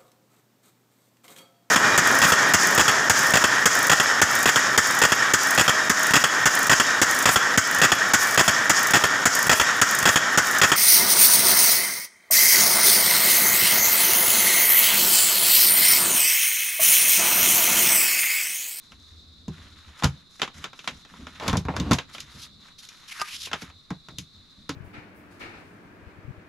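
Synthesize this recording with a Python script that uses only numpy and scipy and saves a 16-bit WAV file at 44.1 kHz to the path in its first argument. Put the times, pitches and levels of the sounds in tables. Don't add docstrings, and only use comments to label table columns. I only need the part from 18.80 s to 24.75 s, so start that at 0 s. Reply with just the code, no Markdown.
import sys
import numpy as np
from scipy import signal
from scipy.fft import rfft, irfft, next_fast_len
from scipy.io import wavfile

SR = 44100
rng = np.random.default_rng(int(sys.argv[2]) if len(sys.argv) > 2 else 0)


def dump(signal):
    limited = np.clip(np.atleast_2d(signal).T, -1, 1)
    pcm = np.round(limited * 32767).astype(np.int16)
    wavfile.write(sys.argv[1], SR, pcm)


N = 262395
TIME = np.arange(N) / SR

# (frequency [Hz], relative level [dB], t60 [s])
PANEL_MODES = [(58.6, 4, 0.2), (80.8, 4, 0.3), (108.2, 1.5, 0.16), (136, 0, 0.28), (158.6, -1.5, 0.34),
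               (181.6, 4.5, 0.15), (233, 5, 0.083), (271.5, -1, 0.23), (298, 3.5, 0.094),
               (369.4, -2.5, 0.17), (441, 5, 0.066), (500, 2.5, 0.05)]
FRAME_MODES = [(436, -6, 0.083), (530, -22, 0.098), (710.6, -7.5, 0.13), (994, 1, 0.073), (1066, 2, 0.11),
               (1320, 2, 0.07), (1354, 13, 0.018), (1595, 3, 0.028), (1615, -7, 0.13), (1918, 5.5, 0.046),
               (2056, 5.5, 0.029), (2604, -20, .06), (2760, 10, 0.041), (3250, -14, 0.084),
               (3576, 15.5, 0.046), (3792, 15, 0.039), (4740, -14, 0.042), (4910, 4.5, 0.084),
               (6600, -22, .05)]
SHEET_MODES = [(383, -21.5, 0.11), (944, -5.5, 0.042), (1220, 0, 0.099), (1580, 1, 0.075),
               (1960, -3, 0.024), (2730, 10.5, 0.011), (4940, 11, 0.011)]
# (frequency [Hz], relative spectral density [dB])
FITTINGS_SPECTRUM = [(300, 2.5), (520, -2), (780, -2), (1150, -8), (1700, -3), (2300, 1.5), (3700, -2.5),
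                     (4300, -6.5), (6800, -3.5), (8500, -16), (11000, -13), (13000, -22), (15500, -51)]
RUMBLE_SPECTRUM = [(25, -7), (55, 6.5), (80, 10.5), (120, -6.5), (200, 1), (280, 0), (400, -12),
                   (700, -16.5), (1500, -59.5)]
PIVOT_SPECTRUM = [(300, -13), (750, -9), (1000, -0.5), (1300, 3.5), (1600, 1), (1950, 1), (2600, -3.5),
                  (3600, -1.5), (5000, -22), (9000, -58)]
RUSTLE_SPECTRUM = [(1500, -73.5), (3000, -33), (5000, 6.5), (7000, 3), (8500, -8.5), (10500, -4),
                   (12500, -11.5), (15500, -44)]
SCRAPE_SPECTRUM = [(250, -4.5), (500, 3), (750, 3), (1050, 6), (1600, -3.5), (3500, -8), (7000, -18.5),
                   (8500, -27.5), (12000, -30), (15500, -52)]
SHEET_SPECTRUM = [(500, 4), (1100, 16), (1800, 6.5), (3000, 3), (5500, 5), (7000, 1), (8500, -5.5),
                  (11000, 0.5), (13000, -11.5), (15500, -26)]
INSECT_SPECTRUM = [(2600, -53.5), (3200, -17.5), (3550, 3), (3900, 4), (4150, 1.5), (4500, -6.5),
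                   (5500, -14.5), (7500, -21), (10000, -35)]
AIR_SPECTRUM = [(20, 0.5), (70, -1.5), (140, 0), (230, -1), (400, -11), (850, -19.5), (1150, -10.5),
                (1700, -16.5), (2800, -19), (6000, -28), (8500, -35), (11000, -27.5), (15000, -63)]
# (frequency [Hz], correlation [0-1])
NEAR_COHERENCE = [(90, .999), (250, .992), (500, 0.95), (1200, 0.87), (3000, 0.72), (7000, 0.81),
                  (13000, 0.63)]
FAR_COHERENCE = [(150, 0.35), (1000, 0.54), (4000, 0.45), (12000, .3)]
# (time [s], thud pitch [Hz], relative thud level [dB],
# relative knock level [dB], clack over knock [dB])
PANEL_BUMPS = [(0.679, 166, -24.5, -45, -21), (1.235, 206, -16, -24, -3), (1.249, 97, -15.5, -33, -11),
               (2.681, 130, -21.5, -24.5, -5.5), (2.729, 135, -15.5, -25, -9.5),
               (2.754, 125, -23.5, -29.5, -30), (2.774, 133, -19.5, -53, -8), (2.851, 106, -24, -39, -10),
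               (2.884, 187, -23, -25.5, -26), (2.938, 170, -40, -35.5, -39), (2.964, 190, -45, -29, -3.5),
               (2.999, 191, -21.5, -39, 7), (3.11, 220, -11.5, -24, -3), (3.116, 216, -18.5, -20, -5),
               (4.819, 216, -37.5, -44, 3.5), (5.104, 242, -25, -34.5, -9.5), (5.285, 176, -42, -45, -1.5),
               (5.385, 165, -34, -66, 6), (5.892, 267, -27.5, -32.5, 0.5)]
# (time [s], clack level [dB], clack over knock [dB])
FRAME_CLACKS = [(0.119, -47.5, 4), (1.223, -37.5, -8), (1.243, -26, 0.5), (1.596, -41, 1),
                (1.617, -21.5, 4.5), (1.63, -28, 2), (1.676, -43, -3), (1.841, -31, 3), (1.931, -48, -1.5),
                (1.99, -39.5, 10), (2.042, -46, 1.5), (2.075, -25.5, 4), (2.086, -43, -2),
                (2.249, -49.5, 2.5), (2.338, -56.5, -8.5), (2.468, -42, -2), (2.598, -39.5, 1),
                (2.696, -30, 5), (3.13, -33.5, -7), (3.185, -28, 3), (3.348, -39, 4), (3.381, -39, 7.5),
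                (3.884, -58.5, -0.5), (4.671, -44.5, 0), (4.714, -40.5, -4), (4.731, -26, 1),
                (4.9, -52.5, 0)]
# (time [s], level [dB])
EDGE_SNAPS = [(0.681, -47.5), (1.242, -23.5), (2.679, -26.5), (2.77, -29.5), (3.132, -24.5), (3.403, -36),
              (4.088, -43), (5.384, -33)]
# (time [s], duration [s], level [dB], pitch [Hz])
PANEL_ROCKS = [(0.101, .11, -51, 84), (0.309, 0.53, -53, 83), (0.762, 0.21, -52.5, 92.5),
               (1.058, 0.045, -50.5, 94), (1.303, 0.057, -52, 137), (1.743, 0.064, -48, 148),
               (2.105, 0.052, -48, 148), (2.304, 0.28, -53, 165), (2.382, 0.033, -44, 238),
               (3.21, .3, -55.5, 135), (3.535, 0.053, -47, 129), (3.662, 0.21, -60, 153),
               (4.524, 0.17, -55, 89), (4.828, 0.13, -54, 90), (5.291, 0.036, -44.5, 138),
               (5.535, 0.06, -53, 90), (5.77, 0.06, -52.5, 178)]
# (time [s], duration [s], final rub level [dB], rustle level [dB])
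PIVOT_TURNS = [(0, .35, -67.5, -67.5), (0.708, 0.17, -54.5, -65), (0.884, 0.21, -56.5, -66),
               (1.065, 0.11, -51.5, -63), (1.172, .05, -47, -53.5), (1.294, 0.12, -60.5, -69),
               (1.49, 0.15, -62.5, -60.5), (1.733, 0.11, -49, -55), (1.942, 0.27, -57.5, -59.5),
               (2.27, 0.34, -52.5, -62), (3.274, 0.39, -52.5, -62.5), (3.791, 0.12, -56.5, -65),
               (3.995, .28, -57.5, -63.5), (4.742, 0.15, -53, -63.5), (5.52, 0.345, -69.5, -88)]
# (time [s], duration [s], judder level [dB], scrape level [dB])
LEG_DRAGS = [(2.601, 0.085, -45, -36), (2.654, 0.051, -38, -36), (2.732, 0.041, -37.5, -36),
             (2.888, 0.055, -38.5, -45), (2.95, .15, -31, -42)]
# (time [s], duration [s], relative final level [dB])
SHEET_SLIDES = [(3.32, 0.027, -44), (3.38, 0.024, -55), (3.49, 0.14, -46.5), (3.6, 0.039, -42),
                (3.975, 0.014, -43.5), (4.015, 0.028, -44.5), (4.06, 0.14, -57), (4.27, 0.05, -39.5),
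                (4.315, 0.108, -38.5), (4.44, 0.09, -35.5), (4.52, 0.033, -34.5), (4.57, 0.067, -38),
                (4.62, 0.039, -36), (4.75, 0.079, -46.5)]
# (time [s], frequency [Hz])
GAP_RESONANCE = [(4.27, 2840), (4.33, 2110), (4.41, 1450), (4.49, 2260), (4.615, 3770), (4.7, 2140)]
# (time [s], level [dB])
SHEET_POPS = [(4.398, -32.5), (4.408, -32.5), (4.415, -22.5)]
# (time [s], relative level [dB])
INSECT_SWELL = [(0, -57), (.3, -53.5), (2.4, -56.5), (4.0, -54.5), (5.2, -55.5), (5.95, -53)]

BLOW_TIME = np.arange(int(0.3 * SR)) / SR
CLACK_THUD_HZ, CLACK_THUD_DB = 242, -9


def impacts():
    t = BLOW_TIME
    out = np.zeros((2, N + len(t)))
    dense = texture(FITTINGS_SPECTRUM, NEAR_COHERENCE, grain_db=1.0)
    frame = mode_waves(FRAME_MODES, t)
    onset = 1 - np.exp(-t / 0.00096)
    knock_fade = onset * double_decay(t, crack_t60=0.015, tail_db=-9.5, tail_t60=0.12)
    clack_fade = onset * double_decay(t, crack_t60=0.017, tail_db=-11.5, tail_t60=0.11)
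    tick_fade = onset * double_decay(t, crack_t60=0.014, tail_db=-20, tail_t60=0.14)
    for s, weight_db, knock_db, clack_db, tick_db in impact_levels():
        board, tubes, fittings = (dense[:, i:i + len(t)] for i in rng.integers(N - len(t), size=3))
        low_ring, high_ring = (unit_blow(onset * struck(frame, scatter_db=2.5)) for _ in range(2))
        knock = band(unit_blow(board * knock_fade) + from_db(-8.0) * low_ring, 340, 1950)
        clack = band(unit_blow(tubes * clack_fade) + from_db(-11.5) * high_ring, 1660, 7880)
        tick = band(fittings * tick_fade, 6900, 20000) * from_db([[2.6], [-2.6]])
        knock_hz = np.interp(clack_db - knock_db, [-12, 2], [940, 1330])
        clack_hz = np.interp(tick_db - clack_db, [-26, -18, -3], [1800, 3400, 5400])
        knock = resonance(knock, knock_hz, q=3.2, gain_db=8.5)
        clack = resonance(clack, clack_hz, q=1.5, gain_db=13.0)
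        knock = resonance(knock, 474, q=1.0, gain_db=np.interp(weight_db, [-10, 6], [-14, 0]))
        at = int(s * SR)
        for db, part in (knock_db + 1.5, knock), (clack_db, clack), (tick_db, tick):
            out[:, at:at + len(t)] += from_db(db) * unit_blow(part)
    return out[:, :N]


def impact_levels():
    bumps = [(s, thud_db - db, db, db + hard, db + hard - 12) for s, _, thud_db, db, hard in PANEL_BUMPS]
    clacks = [(s, CLACK_THUD_DB, db - hard, db, db - 19) for s, db, hard in FRAME_CLACKS]
    snaps = [(s, 0, db - 20.5, db, db - 7) for s, db in EDGE_SNAPS]
    return bumps + clacks + snaps


def panel_thuds(rebound_s=0.0108, rebound_db=-8.5, focus_db_per_octave=8.5, damping_db_per_s=108):
    t = BLOW_TIME
    out = np.zeros(N + len(t))
    panel = mode_waves(PANEL_MODES, t)
    envelope = (1 - np.exp(-t / 0.0044)) * from_db(-damping_db_per_s * t)
    bumps = [(s, hz, db) for s, hz, db, _, _ in PANEL_BUMPS]
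    rebounds = [(s + rebound_s, hz, db + rebound_db) for s, hz, db in bumps]
    shakes = [(s, CLACK_THUD_HZ, db - hard + CLACK_THUD_DB) for s, db, hard in FRAME_CLACKS]
    for s, pitch_hz, db in bumps + rebounds + shakes:
        octaves = np.log2(np.array(PANEL_MODES)[:, :1] / pitch_hz)
        weights = from_db(-focus_db_per_octave * np.abs(octaves))
        thud = unit_blow(struck(weights * panel, scatter_db=2.0) * envelope)
        at = int(s * SR)
        out[at:at + len(t)] += from_db(db - 0.8) * thud
    return out[:N]


def panel_rocking():
    rumble = texture(RUMBLE_SPECTRUM, NEAR_COHERENCE)
    out = np.zeros((2, N))
    for s, length, db, pitch_hz in PANEL_ROCKS:
        voiced = rms_one(resonance(rumble, pitch_hz, q=4.4, gain_db=11.0))
        out += strokes([(s, length, db)], attack_s=0.018, release_s=0.1) * voiced
    return out


def pivot_rubbing(attack_s=0.021, release_s=0.053):
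    s, length, rub_db, rustle_db = np.transpose(PIVOT_TURNS)
    rub = strokes(zip(s, length, rub_db), attack_s, release_s, build_db=3)
    rub = rub * texture(PIVOT_SPECTRUM, NEAR_COHERENCE, grain_db=2.5)
    rustle = texture(RUSTLE_SPECTRUM, NEAR_COHERENCE, grain_db=2.4)
    rustle *= strokes(zip(s, length, rustle_db), attack_s, release_s)
    return (rub + rustle) * from_db(1.8 * drift(70))


def leg_drag(attack_s=0.0094, release_s=0.05):
    s, length, judder_db, scrape_db = np.transpose(LEG_DRAGS)
    judder = rms_one(band(texture(RUMBLE_SPECTRUM, NEAR_COHERENCE), 77, 500))
    judder *= strokes(zip(s, length, judder_db), attack_s, release_s)
    scrape = texture(SCRAPE_SPECTRUM, NEAR_COHERENCE, grain_db=2.0)
    scrape *= strokes(zip(s, length, scrape_db), attack_s, release_s)
    return (judder + scrape) * from_db(1.6 * drift(70))


def sheet_sliding(flat_gap_hz=3620):
    gap_hz = np.interp(TIME, *np.transpose(GAP_RESONANCE), left=flat_gap_hz)
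    hiss = texture(SHEET_SPECTRUM, NEAR_COHERENCE, grain_db=0.7) * from_db(2.35 * drift(150))
    hollow = air_gap(hiss, gap_hz, q=2.8)
    return strokes(SHEET_SLIDES, attack_s=0.013, release_s=0.038, build_db=12) * hollow


def air_gap(x, centre_hz, q, block=128):
    out, state = np.zeros_like(x), np.zeros((2, 2))
    for i in range(0, N, block):
        angle = 2 * np.pi * centre_hz[i] / SR
        radius = np.exp(-angle / (2 * q))
        b, a = [radius, -2 * radius, radius], [1, -2 * radius * np.cos(angle), radius ** 2]
        out[:, i:i + block], state = signal.lfilter(b, a, x[:, i:i + block], zi=state)
    return out


def sheet_pops(crackle_db=-7, crackle_t60=0.034):
    t = BLOW_TIME
    out = np.zeros((2, N))
    creases = texture(SHEET_SPECTRUM, NEAR_COHERENCE, grain_db=1.8)
    onset = 1 - np.exp(-t / 0.00063)
    for s, db in SHEET_POPS:
        span = slice(int(s * SR), int(s * SR) + len(t))
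        ring = unit_blow(struck(mode_waves(SHEET_MODES, t), scatter_db=2.5))
        crackle = unit_blow(creases[:, span] * from_db(-60 * t / crackle_t60))
        out[:, span] += from_db(db) * (ring + from_db(crackle_db) * crackle) * onset
    return out


def reflections(x, t60=0.3, wet_db=-27, delay_s=0.012):
    t = np.arange(SR // 2) / SR
    decay = from_db(-60 * t / t60) * (t > delay_s)
    scatter = band(rng.standard_normal((2, len(t))), 160, 6200) * decay
    scatter /= np.sqrt(np.sum(scatter ** 2) / 2)
    return from_db(wet_db) * signal.fftconvolve(x, scatter, axes=1)[:, :N]


def night_insects():
    level_db = np.interp(TIME, *np.transpose(INSECT_SWELL)) - 1.0 + 1.8 * drift(45)
    insects = from_db(level_db) * texture(INSECT_SPECTRUM, FAR_COHERENCE)
    return insects + from_db(-60.5) * texture(AIR_SPECTRUM, FAR_COHERENCE)


def mode_waves(modes, t):
    hz, db, t60 = np.transpose(modes)[:, :, None]
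    return from_db(db) * np.sin(2 * np.pi * hz * t) * from_db(-60 * t / t60)


def struck(waves, scatter_db):
    strengths = from_db(scatter_db * rng.standard_normal(len(waves)))
    return (strengths * rng.choice([-1, 1], len(waves))) @ waves


def double_decay(t, crack_t60, tail_db, tail_t60):
    return np.hypot(from_db(-60 * t / crack_t60), from_db(tail_db - 60 * t / tail_t60))


def strokes(rows, attack_s, release_s, build_db=0):
    power = np.zeros(N)
    for s, length, db in rows:
        onset = np.clip((TIME - s) / attack_s, 0, 1)
        to_go = np.clip((s + length - TIME) / length, 0, 1)
        fall_db = 20 * np.clip((TIME - s - length) / release_s, 0, 10)
        power += (onset * from_db(db - build_db * to_go - fall_db)) ** 2
    return np.sqrt(power)


def texture(spectrum, coherence, grain_db=0):
    size = next_fast_len(N, real=True)
    hz = np.arange(size // 2 + 1) * SR / size
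    grains = np.repeat(rng.exponential(1, size), 32)[:size]
    mid, side = rfft(rng.standard_normal((2, size)) * from_db(grain_db * np.minimum(grains, 5)))
    alike = np.clip(at_hz(coherence, hz), 0, 1)
    stereo = np.sqrt(1 + alike) * mid + np.sqrt(1 - alike) * side * [[1], [-1]]
    return rms_one(irfft(stereo * from_db(at_hz(spectrum, hz)), size)[:, :N])


def drift(rate_hz):
    knots = rng.standard_normal(2000)
    return rms_one(np.interp(TIME * rate_hz, np.arange(len(knots)), knots))


def resonance(x, centre_hz, q, gain_db):
    return x + from_db(gain_db) * signal.lfilter(*signal.iirpeak(centre_hz, q, fs=SR), x)


def band(x, low_hz, high_hz):
    return signal.sosfilt(signal.butter(3, [low_hz, high_hz], "band", fs=SR, output="sos"), x)


def at_hz(points, hz):
    knots, values = np.transpose(points)
    return np.interp(np.log(hz + 1), np.log(knots), values)


def unit_blow(x):
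    return x / np.sqrt(np.mean(np.sum(x ** 2, axis=-1)) / (SR / 100) + 1e-20)


def rms_one(x):
    return x / np.sqrt(np.mean(x ** 2) + 1e-20)


def from_db(db):
    return 10 ** (np.asarray(db) / 20)


def scene():
    table = impacts() + panel_thuds() + panel_rocking() + pivot_rubbing() + leg_drag()
    direct = table + sheet_sliding() + sheet_pops()
    return direct + reflections(direct) + night_insects()


def record(dry, cutoff_hz=15600):
    return signal.sosfilt(signal.ellip(10, .1, 80, cutoff_hz, fs=SR, output="sos"), dry)


dry = scene()
out = record(dry)
dump(out)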